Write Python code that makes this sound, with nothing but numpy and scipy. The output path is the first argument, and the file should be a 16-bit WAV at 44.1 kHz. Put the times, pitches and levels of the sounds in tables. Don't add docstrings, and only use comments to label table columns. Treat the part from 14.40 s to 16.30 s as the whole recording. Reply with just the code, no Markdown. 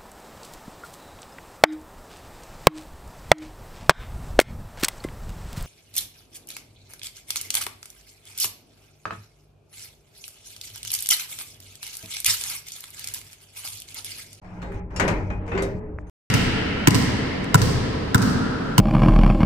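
import sys
import numpy as np
from scipy import signal
from scipy.io import wavfile
from scipy.ndimage import uniform_filter1d

SR = 44100
rng = np.random.default_rng(int(sys.argv[2]) if len(sys.argv) > 2 else 0)


def bounce(signal):
    frames = np.transpose(np.atleast_2d(signal))
    limited = np.clip(frames, -1, 1)
    pcm = np.round(limited * 32767).astype(np.int16)
    wavfile.write(sys.argv[1], SR, pcm)


def how_loud(loudness_db):
    steps = np.asarray(loudness_db, float) / 20
    return 10 ** steps


N = 83790

# time [s], peak [dB], boom [dB], brightness [dB], pan [dB].
KNOCK_ROWS = [(0.0453, -47.5, 11, -25.5, 9.5), (0.218, -38.5, 5, -12.5, 8), (0.226, -36, 9, -14, 4.5),
              (0.3194, -38, 2, -23.5, -3.5), (0.344, -54.5, 4, -2.5, -4), (0.362, -63, 0, -4, -0.5),
              (0.5049, -43.5, 7.5, -26.5, 6.5), (0.562, -30, -2.5, -4, 5), (0.5978, -13, 4, -13, 10.5),
              (0.633, -24.5, 12.5, -20, 1), (0.6791, -18, 8, -10.5, 6.5), (0.9023, -30, 9, -22.5, 6),
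              (1.0634, -52.5, 6.5, -14, 6), (1.079, -35, 3.5, -21, 8), (1.118, -25, 11.5, -26, 2.5),
              (1.1508, -30, 14.5, -20, 13.5), (1.1762, -20, 0.5, -19.5, 5), (1.2221, -34, 18.5, 2.5, 3),
              (1.6687, -59, -1, -13, 0.5)]
# pitch [Hz], left minus right [dB].
PORT_TILT = [(60, 1), (700, -0.5), (1290, 0.5), (2380, 6.5), (5000, 7.5), (7500, 13.5), (9500, -15),
             (15000, -1)]
TREBLE_TOP_HZ = 15700


def at_hz(points, hz):
    p = np.array(points, float)
    return np.interp(np.log(hz), np.log(np.maximum(p[:, 0], 1)), p[:, 1])


def rms_one(x):
    return x / np.sqrt(np.mean(x ** 2) + 1e-20)


def drift(rate_per_s):
    r = np.exp(-80 * np.pi * rate_per_s / SR)
    noise = rng.standard_normal(N // 40 + 2002)
    slow = signal.lfilter([1], [1, -2 * r, r * r], noise)[2000:]
    return np.interp(np.arange(N) / 40, np.arange(len(slow)), rms_one(slow))


def resonate(x, hz, width_hz):
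    r = np.exp(-np.pi * width_hz / SR)
    zeros = (1 - r * r) / 2 * np.array([1, 0, -1])
    poles = [1, -2 * r * np.cos(2 * np.pi * hz / SR), r * r]
    return signal.lfilter(zeros, poles, x + 1e-18)


def dying(x, t60_s):
    return signal.lfilter([1], [1, -how_loud(-60 / (t60_s * SR))], x + 1e-18)


def low_pass(x, hz):
    return signal.sosfilt(signal.butter(4, hz, fs=SR, output="sos"), x)


def stereo(pair, hz):
    # pitch in Hz, left-right likeness (-1 to 1).
    port_likeness = [(30, 1), (200, 0.93), (600, 0.62), (1200, -0.037), (3000, -0.037), (12000, 0.4)]
    side = np.array([[1], [-1]])
    alike = np.clip(at_hz(port_likeness, hz), -1, 1)
    tilt_db = at_hz(PORT_TILT, hz) / 2
    return how_loud(tilt_db * side) * (np.sqrt(1 + alike) * pair[0] + np.sqrt(1 - alike) * pair[1] * side)


def bands():
    edges_hz = 20 * 2 ** np.arange(0, 9.8, 1 / 3)
    white = rng.standard_normal((2, 2, N))
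    for k, (low_hz, high_hz) in enumerate(zip(edges_hz, edges_hz[1:])):
        hz = np.sqrt(low_hz * high_hz)
        band = signal.butter(3, [low_hz, high_hz], "band", fs=SR, output="sos")
        yield hz, stereo(signal.sosfilt(band, white[k % 2]), hz)


def clicks(heights):
    s, pan_db = np.array(KNOCK_ROWS)[:, [0, 4]].T
    out = np.zeros((2, N))
    out[:, (s * SR).astype(int)] = heights * how_loud(np.outer([.5, -.5], pan_db - pan_db.mean()))
    return out


def knock_db(hz):
    # time in s, dull above Hz, loss in dB per octave.
    soft_contacts = [(.562, 10800, -59), (.218, 7000, -12), (1.063, 3500, -20), (1, 10000, -18),
                     (1.12, 7600, -18), (1.15, 4900, -13.5), (1.177, 7500, -27.5), (.903, 6200, -19.5),
                     (0.58, 7700, -25), (.598, 12000, -25), (.678, 11000, -30), (1.223, 12500, -25)]
    boom_hz, mid_hz, bright_hz = 480, 2010, 5000
    s, db, boom_db, bright_db, _ = np.transpose(KNOCK_ROWS)
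    low = at_hz([(boom_hz, 1), (mid_hz, 0)], hz)
    high = at_hz([(mid_hz, 0), (bright_hz, 1)], hz)
    dull_db = 0
    for when_s, above_hz, loss_db in soft_contacts:
        dull_db = dull_db + (np.abs(s - when_s) < .006) * loss_db * max(np.log2(hz / above_hz), 0)
    return db + low * boom_db + high * bright_db + dull_db


def panel(pull_db, rub_db):
    # pitch in Hz, width in Hz, level in dB.
    panel_modes = [(26.35, 7.9, -2.5), (52, 6.5, 2.5), (96.1, 10, 2.5), (181.3, 13, -1.5),
                   (307.9, 6.1, -6.5), (393, 12, -13), (434, 49, -18.5), (458.4, 14, -11.5),
                   (545.7, 7.3, -12.5), (612.9, 4.8, -12.5), (851, 59, -14), (1022, 30, -17)]
    broad_mode = (59.6, 134, -2.5)
    panel_db, top_hz = -0.5, 890
    lumps_db, lumps_per_s = 3, 11.8
    upper_hz, upper_follows = 450, 0.6
    out = 0
    for hz, width_hz, db in [*panel_modes, broad_mode]:
        force = rng.standard_normal((2, N)) * how_loud(lumps_db * drift(lumps_per_s))
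        follow_db = (hz > upper_hz) * upper_follows * (rub_db - rub_db.mean())
        out = out + how_loud(db + follow_db) * rms_one(stereo(resonate(force, hz, width_hz), hz))
    return how_loud(panel_db + pull_db) * rms_one(low_pass(out, top_hz))


def sheet_and_rub(rub_db):
    # pitch in Hz, level in dB per Hz.
    rub_spectrum = [(200, -9), (400, -8.5), (850, 11), (1300, 1.5), (2500, -4), (3300, -16.5), (4800, -16),
                    (6500, -17.5), (8500, -26)]
    # pitch in Hz, level in dB per Hz.
    sheet_spectrum = [(200, -7), (450, -7), (900, -6.5), (1900, -8), (2800, -4.5), (4000, -4), (6500, -2),
                      (15000, -21)]
    # pitch in Hz, t60 in s.
    sheet_t60 = [(200, 1), (700, 0.24), (1900, 0.32), (4800, 0.16), (8000, .14), (13000, 0.17)]
    rub_gain_db, rub_top_db_per_octave, rub_patchy_db, patches_per_s = 1.5, -9, 3.0, 7.8
    sheet_db, rise_cycles = -10, 2.0
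    early_share_t60, late_db, crack_db, crack_t60_s = 1, -0.5, 6, .025
    ring, rub = 0, 0
    for hz, noise in bands():
        top_octaves = max(np.log2(hz / rub_spectrum[-1][0]), 0)
        band_db = at_hz(rub_spectrum, hz) + rub_top_db_per_octave * top_octaves
        rub = rub + (hz > 150) * noise * how_loud(band_db + rub_patchy_db * drift(patches_per_s))
        if hz > 120:
            hit = clicks(how_loud(2 * (knock_db(hz) + at_hz(sheet_spectrum, hz))))
            t60_s = at_hz(sheet_t60, hz) * .5
            early = dying(hit, t60_s * early_share_t60)
            late = how_loud(2 * late_db) * dying(hit, t60_s)
            crack = how_loud(2 * crack_db) * dying(hit, crack_t60_s * .5)
            r = np.exp(-hz / rise_cycles / SR)
            power = signal.lfilter([1 - r], [1, -r], early + late + crack)
            ring = ring + noise * np.sqrt(np.abs(power) * SR / 4000)
    return how_loud(sheet_db) * ring + how_loud(rub_gain_db + rub_db) * rms_one(rub)


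def pins():
    # time in s, peak in dB.
    pin_ticks = [
        (.025, -74),
        (.036, -71),
        (.048, -74),
        (.079, -63),
        (.086, -70),
        (.118, -67),
        (.148, -72),
        (.352, -49.5),
        (1.5875, -54.5),
        (1.6975, -38.5),
    ]
    click, (s, db) = np.zeros(N), np.transpose(pin_ticks)
    click[(s * SR).astype(int)] = how_loud(db)
    return signal.sosfilt(signal.butter(2, [1400, TREBLE_TOP_HZ], "band", fs=SR, output="sos"), click)


def held(start_s, hold_s, db, hz, t60_s, wobble_db, wobbles_per_s):
    rise_cycles = 3.0
    t = np.arange(N) / SR - start_s
    shape_db = db - 60 * np.maximum(t - hold_s, 0) / t60_s + wobble_db * drift(wobbles_per_s)
    phase = 2 * np.pi * hz * t + wobble_db / 6 * drift(wobbles_per_s)
    pair = np.sqrt(2) * np.array([np.sin(phase), np.cos(phase)])
    return np.clip(t * hz / rise_cycles, 0, 1) * how_loud(shape_db) * stereo(pair, hz)


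def drags():
    # start in s, hold in s, level in dB, pitch in Hz, release t60 in s.
    shoves = [(1.145, 0.115, -30.5, 393, 0.27), (0.28, 0.11, -46.5, 393, 0.46),
              (0.37, 0.081, -40.5, 69, 0.17), (.04, 0.43, -46, 180, .3), (.61, .06, -38, 186, 0.57),
              (0.69, 0.11, -31, 37.5, 0.36), (1.5, 0.065, -38, 67, 0.63), (0.27, .04, -34.5, 35, .4),
              (.05, 0.12, -48.5, 110, .3), (1.3, 0.2, -44, 425, 0.6), (1.2, 0.045, -39, 533, 0.32),
              (1.56, 0.16, -41.5, 54, .9), (0.75, 0.1, -36, 97, 0.48), (0.59, 0.037, -37, 305, .3),
              (1.09, 0.17, -41.5, 470, .3), (.24, 0.18, -52, 830, 0.26), (.9, 0.067, -41.5, 186, .4),
              (1.45, 0.19, -49, 305, .4), (.9, 0.026, -48.5, 830, 0.41), (.6, 0.095, -36.5, 390, 0.32),
              (1.28, 0.063, -45, 620, .2), (1.57, 0.049, -49.5, 110, 0.55)]
    # start in s, hold in s, level in dB, pitch in Hz,
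    # release t60 in s.
    chatters = [(.044, 0.065, -75, 5448, 0.44), (.32, 0.01, -65.5, 9070, 0.12), (.32, .015, -70, 12050, .1),
                (.32, 0.046, -77, 6400, .4), (.562, 0.014, -42.5, 5453, 0.11),
                (.562, 0.02, -50, 4650, 0.15), (.562, 0.0088, -50, 10170, .06),
                (.562, 0.012, -45.5, 2760, .2), (.562, 0.026, -49.5, 2394, .3),
                (.562, 0.015, -44.5, 7070, .1), (.598, 0.0058, -34.5, 6562, 0.083),
                (.679, .008, -40, 6562, 0.09), (.218, 0.009, -57.5, 4220, 0.24),
                (.218, 0.034, -61, 3730, .3), (.679, 0.22, -79.5, 12050, 0.22),
                (.903, 0.042, -49.5, 2467, 0.19), (.598, .02, -40.5, 2896, .15),
                (1.08, 0.017, -60.5, 6500, .12), (1.12, 0.022, -44, 2620, .12),
                (1.12, 0.072, -53.5, 3580, .16), (1.15, 0.026, -49.5, 2800, .15),
                (1.177, 0.023, -45.5, 2069, .15), (1.177, 0.019, -47, 4590, 0.14),
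                (1.177, 0.0082, -50, 7280, 0.05), (1.223, 0.0072, -51, 7860, 0.15),
                (1.223, 0.0051, -47.5, 9706, .1), (1.223, 0.016, -45.5, 3720, .15),
                (1.668, 0.032, -71, 6420, 0.11), (1.668, .04, -73.5, 9020, .1)]
    knock_s = np.array(KNOCK_ROWS)[:, 0]
    out = 0
    for row in shoves:
        out = out + held(*row, wobble_db=1.6, wobbles_per_s=22)
    for s, *row in chatters:
        nearest_s = knock_s[np.abs(knock_s - s).argmin()]
        out = out + held(nearest_s, *row, wobble_db=2.5, wobbles_per_s=90)
    return out


def lock():
    # pitch in Hz, level in dB, t60 in s.
    steel_modes = [(1495, -2, .25), (1656, -10, 0.23), (1870, -5, 0.3), (1960, -10, 0.3), (2096, -5, 0.3),
                   (2262, -8.5, 0.2), (3060, -9.5, 0.22), (3500, -8, 0.13), (4720, -9.5, .16),
                   (5448, -5.5, 0.15), (6750, -8, 0.1), (7200, -9, .17), (7900, -13, .12),
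                   (9100, -10.5, .3), (9706, -16.5, .1), (10360, -13.5, .2), (10800, -16.5, .4),
                   (11400, -18, .3), (12050, -15.5, 0.65), (13200, -20, .3), (14200, -21, .4),
                   (15500, -23, .3)]
    lock_db, spread_db, port_delay_samples = -12, 3, 13
    out, luck = 0, rng.standard_normal((len(KNOCK_ROWS), len(steel_modes)))
    for k, (hz, db, t60_s) in enumerate(steel_modes):
        r, w = how_loud(-60 / (t60_s * SR)), 2 * np.pi * hz / SR
        hit = clicks(how_loud(knock_db(hz) + db + spread_db * luck[:, k]))
        mode = signal.lfilter([0, np.sin(w)], [1, -2 * r * np.cos(w), r * r], hit + 1e-18)
        mode[1] = np.roll(mode[1], port_delay_samples)
        out = out + mode * how_loud(at_hz(PORT_TILT, hz) * np.array([[.5], [-.5]]))
    return how_loud(lock_db) * out


def tick():
    start_s, peak_db, top_hz = 1.5868, -23.5, 2200
    click = np.zeros(N)
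    click[int(start_s * SR)] = 1
    pulse = resonate(click, hz=800, width_hz=2400)
    pulse = low_pass(low_pass(pulse, top_hz), top_hz)
    return how_loud(peak_db) * pulse / np.abs(pulse).max()


def scene():
    # time in s, level in dB.
    hand_pull = [(.02, -45.5), (.084, -41.5), (.36, -32), (.434, -39), (.568, -32), (.62, -26), (.792, -27),
                 (.88, -30.5), (.95, -30), (1.034, -31.5), (1.2, -27.5), (1.406, -31.5), (1.69, -39.5)]
    # time in s, level in dB.
    rust_rubbing = [(.02, -55), (.116, -51), (0.221, -49), (0.399, -49.5), (0.479, -60.5), (0.579, -43),
                    (.726, -37.5), (.958, -53.5), (1.222, -40.5), (1.401, -53.5), (1.554, -58.5),
                    (1.69, -61)]
    t = np.arange(N) / SR
    pull_db = np.interp(t, *np.transpose(hand_pull))
    rub_db = np.interp(t, *np.transpose(rust_rubbing))
    return panel(pull_db, rub_db) + sheet_and_rub(rub_db) + drags() + lock() + tick()


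def patchy(x):
    from_hz, share, drop_db, above_db = 8400, .6, -24, -36
    hz, t, z = signal.stft(x, SR, nperseg=512)
    luck = rng.random((65, len(t) // 9 + 1)).repeat(4, 0).repeat(9, 1)[:len(hz), :len(t)]
    cells = (np.abs(z) ** 2).sum(0)
    power = cells[hz > from_hz].sum(0)
    attack = power > 5 * np.roll(power, 2)
    held_on = uniform_filter1d(cells, size=5, axis=1)
    line = held_on > 2.2 * uniform_filter1d(held_on, size=11, axis=0)
    loud = power > power.max() * how_loud(2 * above_db)
    dropped = (luck < share) & (hz[:, None] > from_hz) & ~attack & ~line & loud
    gain = np.where(dropped, how_loud(drop_db), 1) * (hz[:, None] < TREBLE_TOP_HZ)
    return signal.istft(z * gain, SR, nperseg=512)[1][:, :N]


def gate(spans, shut_db, size):
    t = np.arange(N) / SR
    is_open = sum((t > open_s) & (t < close_s) for open_s, close_s in spans) * 1.
    return np.maximum(uniform_filter1d(is_open, size=size), how_loud(shut_db))


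def top_cut(x):
    return signal.sosfilt(signal.butter(12, 16290, fs=SR, output="sos"), x)


def record(dry):
    # open in s, close in s.
    lower_spans = [
        (0, .40),
        (.50, 1.40),
        (1.584, 1.622),
        (1.662, 1.72),
    ]
    # open in s, close in s.
    upper_spans = [
        (0, .40),
        (.505, .89),
        (.90, .987),
        (1.062, 1.398),
        (1.584, 1.622),
        (1.662, 1.72),
    ]
    start_s, fade_in_s, stop_s = .016, .035, 1.698
    treble_db, offset = -6, -0.002
    t = np.arange(N) / SR
    low = signal.sosfiltfilt(signal.butter(8, 2750, fs=SR, output="sos"), dry)
    lower = signal.sosfiltfilt(signal.butter(6, 3990, fs=SR, output="sos"), dry)
    lower_treble = (lower - low) * gate(lower_spans, shut_db=-18.5, size=1500)
    upper_treble = patchy(dry - lower) * gate(upper_spans, shut_db=-16, size=200)
    x = low + how_loud(treble_db) * (lower_treble + upper_treble) + pins() + offset
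    fade = np.clip((t - start_s) / fade_in_s + 0.6, 0, 1) * np.clip((t - start_s) * 700, 0, 1)
    return top_cut(x * fade * (t < stop_s))


dry = scene()
out = record(dry)
bounce(out)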